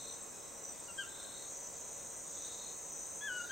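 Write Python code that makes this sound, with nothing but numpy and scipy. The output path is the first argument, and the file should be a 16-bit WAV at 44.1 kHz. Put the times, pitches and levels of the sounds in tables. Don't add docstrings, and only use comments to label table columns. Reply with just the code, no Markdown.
import sys
import numpy as np
from scipy import signal
from scipy.fft import rfft, irfft
from scipy.io import wavfile
from scipy.ndimage import uniform_filter1d

SR = 44100
rng = np.random.default_rng(int(sys.argv[2]) if len(sys.argv) > 2 else 0)


def waveform_to_disk(signal):
    frames = np.transpose(np.atleast_2d(signal))
    scaled = np.clip(frames, -1, 1) * 32767
    samples = np.round(scaled).astype(np.int16)
    wavfile.write(sys.argv[1], SR, samples)


def makeup_ratio(level_db):
    decades = np.asarray(level_db, float) / 20
    return 10 ** decades


N = 154791
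T = np.arange(N) / SR

# frequency in Hz, level in dB.
AIR_SPECTRUM = [(12, -36), (20, -13), (182, -8), (220, -9), (561, -5.5), (724, -8), (3200, -23),
                (4160, -71), (7040, -120)]
# frequency in Hz, level in dB.
HISS_SPECTRUM = [(2500, -50), (3200, -40), (5000, -14.5), (8900, -9.5), (9300, -2.5), (11000, -4),
                 (15800, -1.5)]
# centre in Hz, width in Hz, level in dB.
FAR_CHORUS = [(5434, 540, -68.5), (6043, 430, -60.5), (6307, 190, -58), (6766, 370, -59.5),
              (7650, 340, -57.5), (8155, 230, -58.5), (8484, 344, -58), (8990, 310, -84.5),
              (3860, 560, -69.5), (4570, 640, -76)]
# frequency in Hz, level in dB.
HUMS = [(463, -68), (554.5, -66), (840, -86), (974, -72), (1087, -72.5), (1986, -75), (2519, -77),
        (3311, -79)]
# frequency in Hz, likeness from 0 to 1.
MIC_LIKENESS = [(25, 1), (125, 0.12), (300, 0.42), (600, 0.41), (2000, 0.69), (5000, 0.76), (6500, 0.79),
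                (8400, 0.48), (9300, 0.99)]
# frequency in Hz, level difference in dB.
MIC_TILT = [(40, 2), (150, -2), (550, -0.5), (1500, 4.5), (5000, -1), (8400, 1), (9300, -0.5)]

# start in seconds, end in seconds, level in dB.
RASP_PHRASES = [
    (-.3, .21, -58.5),
    (.24, .55, -71),
    (.62, .9, -68.5),
    (.95, 1.52, -59),
    (1.7, 2.1, -71.5),
    (2.22, 2.78, -59),
    (3.24, 3.87, -65),
]
# start pitch in Hz, end pitch in Hz, width in Hz, level in dB, delay in seconds.
RASP_BANDS = [(3540, 3600, 120, -7, 0), (3580, 3880, 230, 0, .1), (3850, 4220, 230, -1, .09)]
# start in seconds, end in seconds, level in dB.
CHIRP_PHRASES = [
    (-.1, .27, -55.5),
    (.68, 1.63, -57),
    (1.84, 1.95, -55),
    (2.02, 3.15, -57.5),
    (3.25, 3.5, -66),
]
BUZZ_PHRASES = [
    (-.1, .125, -60),
    (.18, .88, -63),
    (.94, 1.26, -60),
    (1.31, 1.85, -59.5),
    (1.9, 2.1, -64),
    (2.15, 2.6, -62),
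    (2.62, 3.6, -68),
]
SHRILL_PHRASES = [
    (-.1, .3, -61),
    (.35, .72, -62),
    (.77, 1.28, -62),
    (1.63, 1.76, -64),
    (1.9, 2.2, -63),
    (2.28, 2.4, -58),
    (2.5, 3.2, -62),
    (3.3, 3.42, -58),
]
LOW_PHRASES = [
    (-.1, .56, -78),
    (1.2, 1.75, -81),
]
TRILL_PHRASES = [
    (-.06, .165, -53),
    (.52, .74, -51.5),
    (1.5, 1.71, -52),
    (2.29, 2.5, -52.5),
    (2.84, 3.05, -52.5),
]
PIP_PHRASES = [
    (.25, 3.6, -78),
]
SIDE_PHRASES = [
    (.55, .8, -63),
    (.85, 1.6, -69),
    (1.9, 3.3, -63),
]
FAINT_PHRASES = [
    (.62, 1.08, -75),
    (1.45, 1.82, -75),
    (2.2, 2.62, -73),
    (3.25, 3.6, -69.5),
]
# frequency in Hz, level in dB.
KATYDID_SPECTRUM = [(9500, -29), (11500, -6), (13500, -2.5), (15800, -1)]

# time in seconds, pitch in Hz, level in dB, lift of the upper tones in dB.
CALL_SOFT = [
    (.879, 1450, -74, 10),
    (.886, 1433, -53, 9.5),
    (.9, 1367, -56, 7.5),
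    (.908, 1370, -64, 8),
]
CALL_FALLING = [
    (.977, 1590, -56, 7.4),
    (.988, 1588, -41.5, 6.9),
    (.999, 1573, -41.5, 7.5),
    (1.008, 1520, -50, 12),
    (1.02, 1474, -53, 9.7),
    (1.035, 1386, -51.5, 4),
    (1.048, 1290, -66, 2),
]
CALL_LONG = [
    (3.208, 1630, -59, 7),
    (3.216, 1674, -50.5, 10),
    (3.238, 1710, -42.5, -5.5),
    (3.266, 1717, -41.5, -6),
    (3.284, 1586, -38.5, -1.5),
    (3.302, 1481, -38, -6.5),
    (3.35, 1469, -44.5, 2),
    (3.382, 1464, -40.5, -1.5),
    (3.392, 1430, -48, -4),
]
CALL_FLUTTERED = [
    (3.393, 1450, -49, -2),
    (3.406, 1416, -38, -4.5),
    (3.42, 1446, -43, 0),
    (3.434, 1460, -51, -5),
    (3.452, 1434, -45, -5.5),
    (3.463, 1460, -56, -6),
]
CALL_LAST = [
    (3.492, 1575, -53, -1),
    (3.502, 1585, -45, -2.5),
    (3.52, 1576, -31, 0),
]
BIRD_TONES_DB = [0, -7, -36]
CALL_ECHO_DB = [
    -3,
    0.1,
    -7,
    -5,
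    -3,
]

# time in seconds, level in dB, steadiness from 0 to 1.
CICADA_EFFORT = [(1.25, -72, .2), (1.5, -49.5, .3), (1.7, -55, .6), (1.85, -50.5, .93), (2.25, -51.5, .97),
                 (2.32, -51, .3), (2.48, -50, .6), (2.6, -49, .75), (2.7, -49.5, .95), (3.1, -49.5, .9),
                 (3.3, -51, .7), (3.52, -50.5, .6)]
# early level in dB, late level in dB.
CICADA_OVERTONES = [(-15, -27), (-3, -18), (-2, -12), (3.5, 6), (-12, -10), (-1.5, -9), (-24, -11), (4, 3),
                    (-17, -5), (-14, -15), (-15, -25)]
# time in seconds, clicks per second.
CICADA_CLICK_RATE = [(1.5, 148.4), (2.2, 147.45), (2.64, 146.87), (3.08, 146.44), (3.5, 146.2)]

# low edge in Hz, high edge in Hz, muted share of time in percent.
MUTED_BANDS = [(9000, 9650, 82), (9650, 9950, 35), (9950, 10250, 22), (10250, 10700, 5)]


def read(points, hz):
    f, value = np.transpose(points)
    return np.interp(np.log(hz + 1), np.log(f + 1), value)


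def evened(x):
    return x / np.sqrt(np.mean(abs(x) ** 2) + 1e-20)


def wobble(width_hz):
    r = np.exp(-np.pi * abs(width_hz) / SR)
    z = rng.standard_normal(N) + 1j * rng.standard_normal(N)
    once = signal.lfilter([1], [1, -r], z)
    return evened(signal.lfilter([1], [1, -r], once))


def swing(hz):
    return np.exp(2j * np.pi * np.cumsum(hz * np.ones(N)) / SR)


def placed(x, pan_db):
    return x * makeup_ratio(np.array([[.5], [-.5]]) * pan_db)


def phrases(rows, edge_s=.022, fade_s=.022):
    gain, age_s = np.zeros(N), np.zeros(N)
    for start_s, end_s, db in rows:
        ramp = np.minimum((T - start_s) / edge_s, (end_s - T) / fade_s)
        gain += makeup_ratio(db) * np.clip(ramp, 0, 1)
        age_s = np.where(T >= start_s, T - start_s, age_s)
    return gain, age_s


def strokes(per_s, first_s, duty):
    turn = (T - first_s) * per_s + .5 + 0.05 * wobble(6.6).real
    size = makeup_ratio(.8 * rng.standard_normal(400))[turn.astype(int)]
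    place = (turn % 1 - .5) / np.clip(duty, .05, 1)
    return size * np.cos(np.pi * np.clip(place, -.5, .5)) ** 2


def insect(rows, hz, per_s, duty, rough_hz, pan_db, first_s=0, rise_hz=0, pure=1.1, edge_s=.022, blur=0):
    gain, age_s = phrases(rows, edge_s)
    pitch_hz = hz - rise_hz * np.clip(1 - age_s / .08, 0, 1)
    ring = (swing(pitch_hz) * (pure + wobble(rough_hz))).real
    return placed(gain * evened((blur + strokes(per_s, first_s, duty)) * ring), pan_db)


def forest(x, t60_s):
    t = np.arange(SR // 2) / SR
    hit = rng.random((3, len(t))) < .05
    taps = rng.standard_normal((3, len(t))) * hit * makeup_ratio(-60 * t / t60_s) * (t > .006)
    taps = taps[0] + .9 * taps[1:]
    return signal.fftconvolve(x[None], taps / np.linalg.norm(taps[0]), axes=1)[:, :N]


def background():
    air_db, hiss_db, patch_db, hum_width_hz = -55.5, -68.5, 1.5, 9
    frames, hz = N // 256 + 5, np.fft.rfftfreq(1024, 1 / SR)
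    a, b, c, d, patch = rng.standard_normal((frames, 513, 5)).T
    patch = evened(uniform_filter1d(uniform_filter1d(patch, 5, 0), 14, 1))

    def unit(shape):
        return shape / shape.sum()

    air = makeup_ratio(2 * air_db) * unit(makeup_ratio(2 * read(AIR_SPECTRUM + [(3600, -80)], hz)))
    hiss = makeup_ratio(2 * hiss_db) * unit(makeup_ratio(2 * read(HISS_SPECTRUM, hz)) * (hz < 15900))
    far = sum(makeup_ratio(2 * db) * unit(np.exp(-4 * ((hz - f) / w) ** 2)) for f, w, db in FAR_CHORUS)
    power = air + hiss
    mag = np.sqrt(power[:, None] + far[:, None] * makeup_ratio(2 * patch_db * patch))
    same = np.clip(read(MIC_LIKENESS, hz), 0, 1)[:, None]
    left = a + 1j * b
    right = same * left + np.sqrt(1 - same ** 2) * (c + 1j * d)
    z = np.array([left, right]) * mag
    z *= makeup_ratio(np.array([[.5], [-.5]]) * read(MIC_TILT, hz))[:, :, None]
    noise = evened(signal.istft(z, nperseg=1024, noverlap=768)[1][:, :N])
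    hums = sum(makeup_ratio(db) * (swing(f) * (0.94 + wobble(hum_width_hz))).real * 0.89 for f, db in HUMS)
    return noise * np.sqrt((power + far).sum()) + hums


def katydid():
    teeth_per_s, level_db, grows_db_per_s, steady = 900, -67.5, 1, 0.48
    teeth = rng.standard_normal(N) * (1 + 1.9 * (rng.random(N) < teeth_per_s / SR))
    bursts = np.sqrt(strokes(per_s=20.04, first_s=0.032, duty=.42))
    z = rfft(teeth * (steady + bursts))
    shape = makeup_ratio(read([(8500, -70)] + KATYDID_SPECTRUM, np.fft.rfftfreq(N, 1 / SR)))
    return makeup_ratio(level_db + grows_db_per_s * T) * evened(irfft(z * shape, N))


def rasp():
    depth = 0.5
    gain, age_s = phrases(RASP_PHRASES, edge_s=0.053, fade_s=0.1)
    up = np.clip(age_s / .5, 0, 1)
    body = 0
    for from_hz, to_hz, width_hz, db, delay_s in RASP_BANDS:
        joined = np.clip((age_s - delay_s) / 0.12, 0, 1)
        ring = (swing(from_hz + (to_hz - from_hz) * up) * (0.65 + wobble(width_hz))).real
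        body = body + makeup_ratio(db) * joined * ring
    beat = 1 - depth + depth * strokes(per_s=40, first_s=0, duty=0.96)
    return placed(gain * evened(body * beat), 3.1)


def chirper():
    return insect(CHIRP_PHRASES, 8338, 27.8, .8, 45, 5, first_s=.014, pure=1.8, blur=.05)


def buzzer():
    return insect(BUZZ_PHRASES, 7360, 72.3, .24, 45, -3, pure=2)


def shriller():
    return insect(SHRILL_PHRASES, 7720, 42, .85, 80, -2, pure=.8)


def low_cricket():
    return insect(LOW_PHRASES, 5340, 50, .9, 90, 0, pure=.3, blur=1)


def triller():
    return insect(TRILL_PHRASES, 5990, 70.5, .95, 80, .5, rise_hz=230, pure=1.3, edge_s=.09, blur=.12)


def piper():
    return insect(PIP_PHRASES, 5460, 6.52, .4, 30, 0, first_s=.04, pure=3.5, blur=.1)


def side_cricket():
    return insect(SIDE_PHRASES, 8150, 58, .8, 50, 2, pure=1.2)


def faint_cricket():
    return insect(FAINT_PHRASES, 4660, 45, .9, 260, 1, pure=0, edge_s=.1, blur=2)


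def whistle():
    start_s, length_s, low_hz, top_hz, level_db = .74, .47, 9000, 10700, -76
    arch = np.sin(np.pi * np.clip((T - start_s) / length_s, 0, 1))
    return makeup_ratio(level_db) * arch ** .3 * swing(low_hz + (top_hz - low_hz) * arch ** 1.2).real


def bird():
    out = np.zeros((2, N))
    calls = CALL_SOFT, CALL_FALLING, CALL_LONG, CALL_FLUTTERED, CALL_LAST
    for call, echo_db in zip(calls, CALL_ECHO_DB):
        s, hz, db, lift_db = np.transpose(call)
        z, lift_db = swing(np.interp(T, s, hz)), np.interp(T, s, lift_db)
        tone = sum(makeup_ratio(d + lift_db * (k - 1)) * (z ** k).real for k, d in enumerate(BIRD_TONES_DB, 1))
        gain = uniform_filter1d(makeup_ratio(np.interp(T, s, db, left=-120, right=-120)), size=130)
        flutter = abs(1 + .14 * wobble(70))
        out += makeup_ratio(np.array([[0], [echo_db]])) * gain * tone * flutter
    return out


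def bird_in_trees():
    song, sent = bird()
    dull = signal.lfilter(*signal.butter(3, 2000, fs=SR), sent)
    near = makeup_ratio(-2) * forest(sent, t60_s=.16)
    far = makeup_ratio(-2.5) * forest(dull, t60_s=1.7)
    return placed(song, 4) + near + far


def cicada():
    lowest_multiple, turn_s = 39, 2.45
    hiss_bands = [(6195, 550, -1.3), (6620, 280, -0.58)]  # Hz, width Hz, dB
    s, db, steady = np.transpose(CICADA_EFFORT)
    turn = np.cumsum(np.interp(T, *np.transpose(CICADA_CLICK_RATE))) / SR
    late = np.clip((T - turn_s) / 0.14 + .5, 0, 1)
    comb = 0
    for k, (early_db, late_db) in enumerate(CICADA_OVERTONES, lowest_multiple):
        line = (np.exp(2j * np.pi * k * turn) * (1 + .2 * wobble(3))).real
        comb = comb + makeup_ratio(early_db + (late_db - early_db) * late) * line
    hiss = sum(makeup_ratio(d) * (swing(f) * wobble(w)).real for f, w, d in hiss_bands)
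    share = np.clip(np.interp(T, s, steady), 0, 1)
    voice = np.sqrt(share) * evened(comb) + np.sqrt(1 - share) * evened(hiss)
    return placed(makeup_ratio(np.interp(T, s, db, left=-99)) * voice, 0)


def scene():
    bugs = rasp() + chirper() + buzzer() + shriller() + low_cricket()
    bugs = bugs + triller() + piper() + side_cricket() + faint_cricket()
    drone = cicada()
    echoes = makeup_ratio(-8) * forest(bugs.mean(0) + .4 * drone.mean(0), t60_s=0.5)
    return background() + katydid() + bugs + whistle() + bird_in_trees() + drone + echoes


def top_cut(x):
    return signal.sosfilt(signal.butter(12, 16290, fs=SR, output="sos"), x)


def record(dry):
    edge_hz = 15790
    hz, _, z = signal.stft(dry, SR, nperseg=2048)
    keep = np.ones(z.shape[1:]) * (hz < edge_hz)[:, None]
    for low_hz, high_hz, percent in MUTED_BANDS:
        band = (hz >= low_hz) & (hz < high_hz)
        power = uniform_filter1d((abs(z[:, band]) ** 4).mean((0, 1)), size=2)
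        keep[band] = power > np.percentile(power, percent)
    mix = signal.istft(z * keep, SR, nperseg=2048)[1][:, :N]
    return top_cut(mix)


dry = scene()
out = record(dry)
waveform_to_disk(out)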